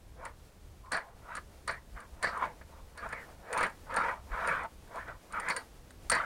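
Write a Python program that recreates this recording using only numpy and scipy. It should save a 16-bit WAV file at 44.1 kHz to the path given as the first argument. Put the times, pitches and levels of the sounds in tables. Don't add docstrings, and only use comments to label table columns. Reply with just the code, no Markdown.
import sys
import numpy as np
from scipy import signal
from scipy.fft import rfft, irfft
from scipy.io import wavfile
from scipy.ndimage import uniform_filter1d

SR = 44100
rng = np.random.default_rng(int(sys.argv[2]) if len(sys.argv) > 2 else 0)


def master_out(mix):
    frames = np.transpose(np.atleast_2d(mix))
    ceiling = np.clip(frames, -1, 1)
    pcm = np.round(ceiling * 32767).astype(np.int16)
    wavfile.write(sys.argv[1], SR, pcm)


N = 275625
TIME = np.arange(N) / SR

# (frequency [Hz], level [dB per Hz])
AIR_SPECTRUM = [(100, 6.5), (200, 12.5), (480, 10.5), (700, 8), (1200, 2.5), (2300, -2), (5200, -5),
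                (10000, -7.5), (15500, -13)]
# (time [s], level [dB])
AIR_LEVELS = [(0, -62.5), (3.7, -58.5), (6.25, -58.5)]
# (frequency [Hz], level [dB per Hz])
WIND_SPECTRUM = [(12, -13), (25, -4.5), (47, -3.5), (70, -2.5), (112, -12.5), (200, -19.5), (500, -54),
                 (2000, -78)]
# (time [s], level [dB], pitch [Hz], length [s])
WIND_THUMPS = [(1.917, -41.5, 44.5, 0.058), (4.304, -31.5, 39, 0.052)]
# (frequency [Hz], level [dB per Hz])
SHEET_SPECTRUM = [(46, -7.5), (96, -15), (186, -6), (390, -11.5), (475, -1), (765, -5.5), (905, -1.5),
                  (1760, -5), (2350, -7), (2700, -17), (3460, -19.5), (4360, -26.5), (6450, -33),
                  (15400, -46)]
# (frequency [Hz], width [Hz], height [dB])
SHEET_RESONANCES = [(535, 45, 3), (671, 55, 5), (925, 40, 3), (1012, 42, 2), (1238, 52, 2), (1448, 62, 3),
                    (1658, 25, 3), (1760, 60, 2), (1937, 42, 3), (2255, 42, 4), (2528, 60, 3),
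                    (2933, 80, 4)]
# (frequency [Hz], width [Hz], height [dB])
KNOCK_RESONANCE = [(1750, 1000, 8)]
# (frequency [Hz], level [dB per Hz])
FRAME_SPECTRUM = [(1500, -52), (2880, -5), (3500, -14), (4000, 3.5), (4500, 7.5), (4880, -2), (5250, -3.5),
                  (5680, -4), (6380, -15), (8200, -8.5), (15400, -48)]
# (frequency [Hz], width [Hz], height [dB])
FRAME_RESONANCES = [(3800, 45, 3.4), (4500, 28, 4), (4330, 13, 3.1), (4330, 25, 3.7), (4650, 98, 6.3),
                    (4930, 60, 4.4)]
# (frequency [Hz], level [dB per Hz])
CRACK_SPECTRUM = [(310, -76), (1250, 10.5), (3150, -8), (4450, -5.5), (6250, -10.5), (7050, -1.5),
                  (7850, -5.5), (9080, 2), (10050, -5), (11100, -18), (13100, -44), (16100, -16)]
# (frequency [Hz], level [dB], t60 before contact damping [s])
ROLLER_MODES = [(4255, -20, .13), (4525, -18, .12), (5577, -22, .09), (8560, -13, .06), (8638, -16, .1),
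                (8912, -16, .09), (9049, 0, .062), (9054, -17, .17), (9110, -9, .04), (11650, -25, .07),
                (12710, -29, .08)]
# (time [s], length [s], start pitch [Hz], end pitch [Hz], level [dB])
FLANGE_CHAFES = [(0.824, 0.094, 1040, 1040, -54), (0.991, 0.037, 1840, 2000, -50),
                 (1.727, 0.073, 1670, 1970, -53), (2.312, 0.088, 1570, 1090, -39),
                 (2.404, 0.061, 1100, 930, -33), (2.683, 0.19, 1150, 1070, -65),
                 (3.119, 0.15, 2390, 1690, -51), (3.553, 0.042, 884, 1010, -32.5),
                 (4.62, 0.067, 1000, 820, -44.5), (4.943, 0.051, 880, 960, -49),
                 (5.329, 0.086, 1360, 1250, -36), (6.194, 0.03, 1390, 1280, -32)]
# (time [s], relative level [dB], ring offset [dB])
STEEL_TICKS = [(0.2518, -34.5, -6), (0.9187, -25, 1.5), (0.9304, -37, 2), (0.9666, -37, 10),
               (1.3522, -31.5, -3), (1.3667, -35.5, -2), (1.6764, -29, 0), (1.711, -37, -3),
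               (2.003, -42.5, -5), (2.2273, -26.5, 0.5), (2.243, -36, -8), (2.9748, -38.5, -3),
               (3.0893, -39.5, -7), (3.126, -39, -5), (3.528, -27.5, 3), (3.5756, -26, -3), (3.607, -34, 2),
               (3.6295, -28.5, 2), (3.666, -37.5, -7), (3.9408, -33, -9), (3.9628, -28.5, 2),
               (4.473, -30.5, 8), (5.3234, -37, -1), (5.3985, -28.5, -7), (5.4864, -26.5, -6),
               (5.4984, -24.5, 4.5), (5.564, -24.5, 4), (5.906, -41, -11), (6.0979, -16.5, 8.5),
               (6.1166, -19.5, 1), (6.15, -30, -4)]
# (time [s], relative sheet level [dB], relative frame level [dB], sheet decay [s])
EDGE_KNOCKS = [(0.254, -34, -63, 0.011), (0.275, -43, -73, 0.0041), (0.858, -48.5, -70, 0.009),
               (0.92, -36, -38.5, 0.01), (0.93, -23.5, -54, 0.0061), (0.944, -25, -41, 0.0087),
               (0.974, -27.5, -62, 0.014), (1.356, -43, -58, 0.0045), (1.373, -32.5, -59, 0.0071),
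               (1.678, -28, -40, 0.0063), (1.692, -23, -59, 0.018), (1.964, -45, -79, 0.0043),
               (1.983, -60, -70, 0.0055), (2.227, -27.5, -39, 0.0036), (2.243, -21.5, -39.5, 0.0073),
               (2.269, -38, -42.5, 0.0092), (2.289, -42, -50, 0.0065), (2.423, -26.5, -79, 0.019),
               (2.612, -41, -72, 0.01), (2.977, -39.5, -53, 0.006), (3.128, -27.5, -58, 0.012),
               (3.529, -27, -67, 0.02), (3.582, -32, -51, 0.0087), (3.61, -20.5, -59, 0.015),
               (3.628, -18.5, -46, 0.021), (3.902, -38, -60, 0.0043), (3.967, -20.5, -44.5, 0.02),
               (4.316, -35.5, -73, 0.015), (4.475, -23, -68, 0.01), (4.874, -50, -74, 0.0078),
               (5.503, -26, -36.5, 0.0094), (5.567, -38, -41.5, 0.006), (6.098, -33, -47, 0.01),
               (6.118, -17.5, -32.5, 0.013), (6.15, -42, -41, 0.0051), (6.166, -20, -69, 0.0078)]
# (time of full grip [s], attack [s], hold [s], release [s], relative level [dB],
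# swell over the hold [dB], sheet response at grip [Hz], sheet response at letting go [Hz])
ROLLER_PUSHES = [(0.217, .1, .055, 0.093, -44, 1, 860, 1070),
                 (0.922, 0.016, .057, .06, -32.5, 0, 1580, 1360),
                 (1.005, 0.018, 0.077, .3, -51.5, -2, 970, 735),
                 (1.307, .14, .08, .04, -42.5, 2.5, 1270, 1510),
                 (1.68, 0.012, 0.065, 0.08, -37, -6, 1250, 1750),
                 (1.973, 0.046, .057, .09, -45, -5, 1340, 1280),
                 (2.238, 0.022, 0.043, 0.089, -27, -3.5, 1660, 1810),
                 (2.363, 0.29, 0.082, .13, -39, 4.5, 1320, 1080),
                 (2.732, 0.15, 0.061, 0.091, -56.5, -0.5, 900, 920),
                 (2.997, .09, 0.068, 0.032, -44, 8, 1580, 1080),
                 (3.115, .14, .09, .12, -41, -6, 1700, 1930), (3.275, .15, 0.029, 0.16, -54, 1, 700, 640),
                 (3.569, .17, .095, .075, -30, -2, 1230, 1580),
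                 (3.918, .08, .04, .05, -35, 1.5, 1320, 1350),
                 (3.97, 0.026, .14, 0.11, -28, -3.5, 1250, 1380),
                 (4.341, 0.081, .11, 0.11, -35.5, 2, 1300, 1360),
                 (4.494, 0.15, .168, 0.016, -27.5, -12, 1810, 1140),
                 (4.972, .12, .04, .11, -36, -5.5, 960, 1720),
                 (5.081, 0.053, 0.019, 0.11, -40.5, 0, 1520, 1470),
                 (5.34, 0.071, 0.11, 0.088, -39.5, -1.5, 1540, 1820),
                 (5.494, 0.11, 0.012, .07, -29, 2.5, 2100, 2080),
                 (5.569, 0.056, .008, 0.084, -36, -0.5, 1660, 1720),
                 (6.117, .016, 0.14, .1, -25, -12, 1880, 1290)]


def gain_of(db):
    return 10 ** (np.asarray(db) / 20)


def unit_rms(x):
    return x / np.sqrt(np.mean(x ** 2) + 1e-20)


def add(mix, start_s, sound):
    part = mix[max(round(start_s * SR), 0):][:len(sound)]
    part += sound[:len(part)]


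def wobble(hz):
    lowpass = np.exp(-(np.fft.rfftfreq(N, 1 / SR) / hz) ** 2)
    return unit_rms(irfft(rfft(rng.standard_normal(N)) * lowpass, N))


def body(spectrum, modes=(), size=8192):
    freqs = abs(np.fft.fftfreq(size, 1 / SR))
    knots_hz, levels = np.transpose(spectrum)
    db = np.interp(np.log(freqs + 1), np.log(knots_hz), levels)
    for hz, width, height in modes:
        db = db + height / (1 + (2 * (freqs - hz) / width) ** 2)
    minimum_phase = np.exp(signal.hilbert(np.log(gain_of(db))).conj())
    response = np.fft.ifft(minimum_phase).real[:size // 2]
    return response / np.linalg.norm(response)


def through(x, response):
    return signal.fftconvolve(x, response)[:len(x)]


def resonate(x, hz, width_hz):
    carrier = np.exp(2j * np.pi * np.cumsum(hz) / SR)
    pole = np.exp(-np.pi * width_hz / SR)
    smoothed = signal.lfilter([(1 - pole) ** 2], [1, -2 * pole, pole * pole], x / carrier)
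    return 2 * (carrier * smoothed).real


def rattle(response, rise_s, fall_s, size=8192):
    t = np.arange(size) / SR
    envelope = (1 - np.exp(-t / rise_s)) * np.exp(-t / fall_s)
    sound = through(rng.standard_normal(size) * envelope, response)
    return sound / np.sqrt(uniform_filter1d(sound ** 2, size=256).max())


def outdoors(wind_db=-54, gust_db=2.9, stir_db=-1.2):
    air_db = np.interp(TIME, *np.transpose(AIR_LEVELS))
    air = through(rng.standard_normal(N), body(AIR_SPECTRUM)) * gain_of(air_db)
    wind = through(rng.standard_normal(N), body(WIND_SPECTRUM)) * gain_of(wind_db)
    return air * gain_of(stir_db * wobble(hz=8.7)) + wind * gain_of(gust_db * wobble(hz=6))


def wind_thumps():
    out = np.zeros(N)
    for start, level, hz, length in WIND_THUMPS:
        t = np.arange(0, length, 1 / SR)
        add(out, start, gain_of(level) * np.sin(np.pi * t / length) * np.sin(2 * np.pi * hz * t))
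    return out


def yard(direct, wet_db=-18, t60=0.2, size=16384):
    t = np.arange(size) / SR
    tail = rng.standard_normal(size) * gain_of(-60 * t / t60) * (1 - np.exp(-t / 0.0087))
    return direct + gain_of(wet_db) * through(direct, tail / np.linalg.norm(tail))


def chafes(width_hz=260):
    out = np.zeros(N)
    for start, length, start_hz, end_hz, level in FLANGE_CHAFES:
        drag = rng.standard_normal(16384)[:round(length * SR)]
        tone = resonate(drag, np.linspace(start_hz, end_hz, len(drag)), width_hz)
        add(out, start, gain_of(level) * unit_rms(tone) * signal.windows.tukey(len(drag), 0.7))
    return out


def stray_ticks(push_db, tick_db=-46, scatter_db=2, ring_db=-1, count=12):
    chance = gain_of(push_db)
    times = rng.choice(TIME, count, p=chance / chance.sum())
    return [(start, tick_db + scatter_db * rng.standard_normal(), ring_db) for start in times]


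def ticks(rows, crack_db=-10, ring_db=-9.5, size=8192):
    out, t = np.zeros(N), np.arange(size) / SR
    steel = body(CRACK_SPECTRUM)
    hz, mode_db, t60 = np.transpose(ROLLER_MODES)[:, :, None]
    for start, level, ring_offset in rows:
        weight, phase, detune = rng.standard_normal((3, len(ROLLER_MODES), 1))
        damping = rng.uniform(1.1, 1.9)
        strength = gain_of(mode_db + 2.5 * weight - 60 * damping * t / t60)
        modes = strength * np.sin(2 * np.pi * (hz * (1 + 0.0015 * detune) * t + phase))
        ringing = gain_of(ring_db + ring_offset) * modes.sum(0) * (1 - np.exp(-t / 0.003))
        crack = gain_of(crack_db) * rattle(steel, rise_s=0.00013, fall_s=0.0044)
        add(out, start, gain_of(level) * (crack + ringing))
    return out


def knocks(sheet_trim_db=-8, frame_trim_db=-3):
    out = np.zeros(N)
    sheet = body(SHEET_SPECTRUM, SHEET_RESONANCES + KNOCK_RESONANCE)
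    frame = body(FRAME_SPECTRUM, FRAME_RESONANCES)
    for start, sheet_db, frame_db, decay in EDGE_KNOCKS:
        add(out, start, gain_of(sheet_db + sheet_trim_db) * rattle(sheet, rise_s=0.00027, fall_s=decay))
        add(out, start, gain_of(frame_db + frame_trim_db) * rattle(frame, rise_s=0.00053, fall_s=0.02))
    return out


def pushing(ramp_db=30, dull_oct_per_db=0.04):
    power = 1e-12
    weighted_hz = power * ROLLER_PUSHES[0][6]
    for grip, attack, hold, release, level, swell, grip_hz, end_hz in ROLLER_PUSHES:
        t = TIME - grip
        travel = np.clip(t / hold, 0, 1)
        slack_db = ramp_db * (np.maximum(-t, 0) / attack + np.maximum(t - hold, 0) / release)
        slack_db = np.minimum(slack_db, 120)
        share = gain_of(level + swell * travel - slack_db) ** 2
        contact_hz = grip_hz + (end_hz - grip_hz) * travel
        dulling = 2 ** (-dull_oct_per_db * slack_db)
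        power = power + share
        weighted_hz = weighted_hz + share * contact_hz * dulling
    return 10 * np.log10(power), weighted_hz / power


def slips(scatter_db=2.0, per_s=12000):
    impulses = rng.standard_normal(N) * (rng.random(N) < per_s / SR)
    return impulses * gain_of(scatter_db * rng.standard_normal(N))


def shifting_modes(x, depth_db=3.2):
    spectra = signal.stft(x, nperseg=1024, noverlap=768)[2]
    drift = uniform_filter1d(rng.standard_normal(spectra.shape), size=9, axis=1)
    patches = unit_rms(uniform_filter1d(drift, size=4, axis=0))
    return signal.istft(spectra * gain_of(depth_db * patches), nperseg=1024, noverlap=768)[1][:N]


def rolling(push_db, centre_hz, spread_db=-11, grit_db=-31, judder_db=0.8, trim_db=-1.96):
    sheet = body(SHEET_SPECTRUM, SHEET_RESONANCES)
    focused = resonate(through(slips(), sheet), centre_hz, width_hz=950)
    spread = gain_of(spread_db) * through(slips(), sheet)
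    rasp = shifting_modes(focused + spread)
    local_rms = np.sqrt(abs(uniform_filter1d(rasp ** 2, size=2200)) + 1e-12)
    specks = slips(scatter_db=3.0, per_s=1300)
    grit = gain_of(grit_db) * unit_rms(through(specks, body(CRACK_SPECTRUM)))
    push = gain_of(push_db + trim_db + judder_db * wobble(hz=55))
    return push * (rasp / local_rms + grit)


def scene():
    push_db, centre_hz = pushing()
    tool = rolling(push_db, centre_hz) + chafes() + knocks() + ticks(STEEL_TICKS + stray_ticks(push_db))
    return (yard(tool) + wind_thumps() + outdoors())[None]


def record(dry, cutoff_hz=15900):
    lowpass = signal.firwin(511, cutoff_hz, window=("kaiser", 9), fs=SR)
    return signal.oaconvolve(dry, lowpass[None], "same")


dry = scene()
out = record(dry)
master_out(out)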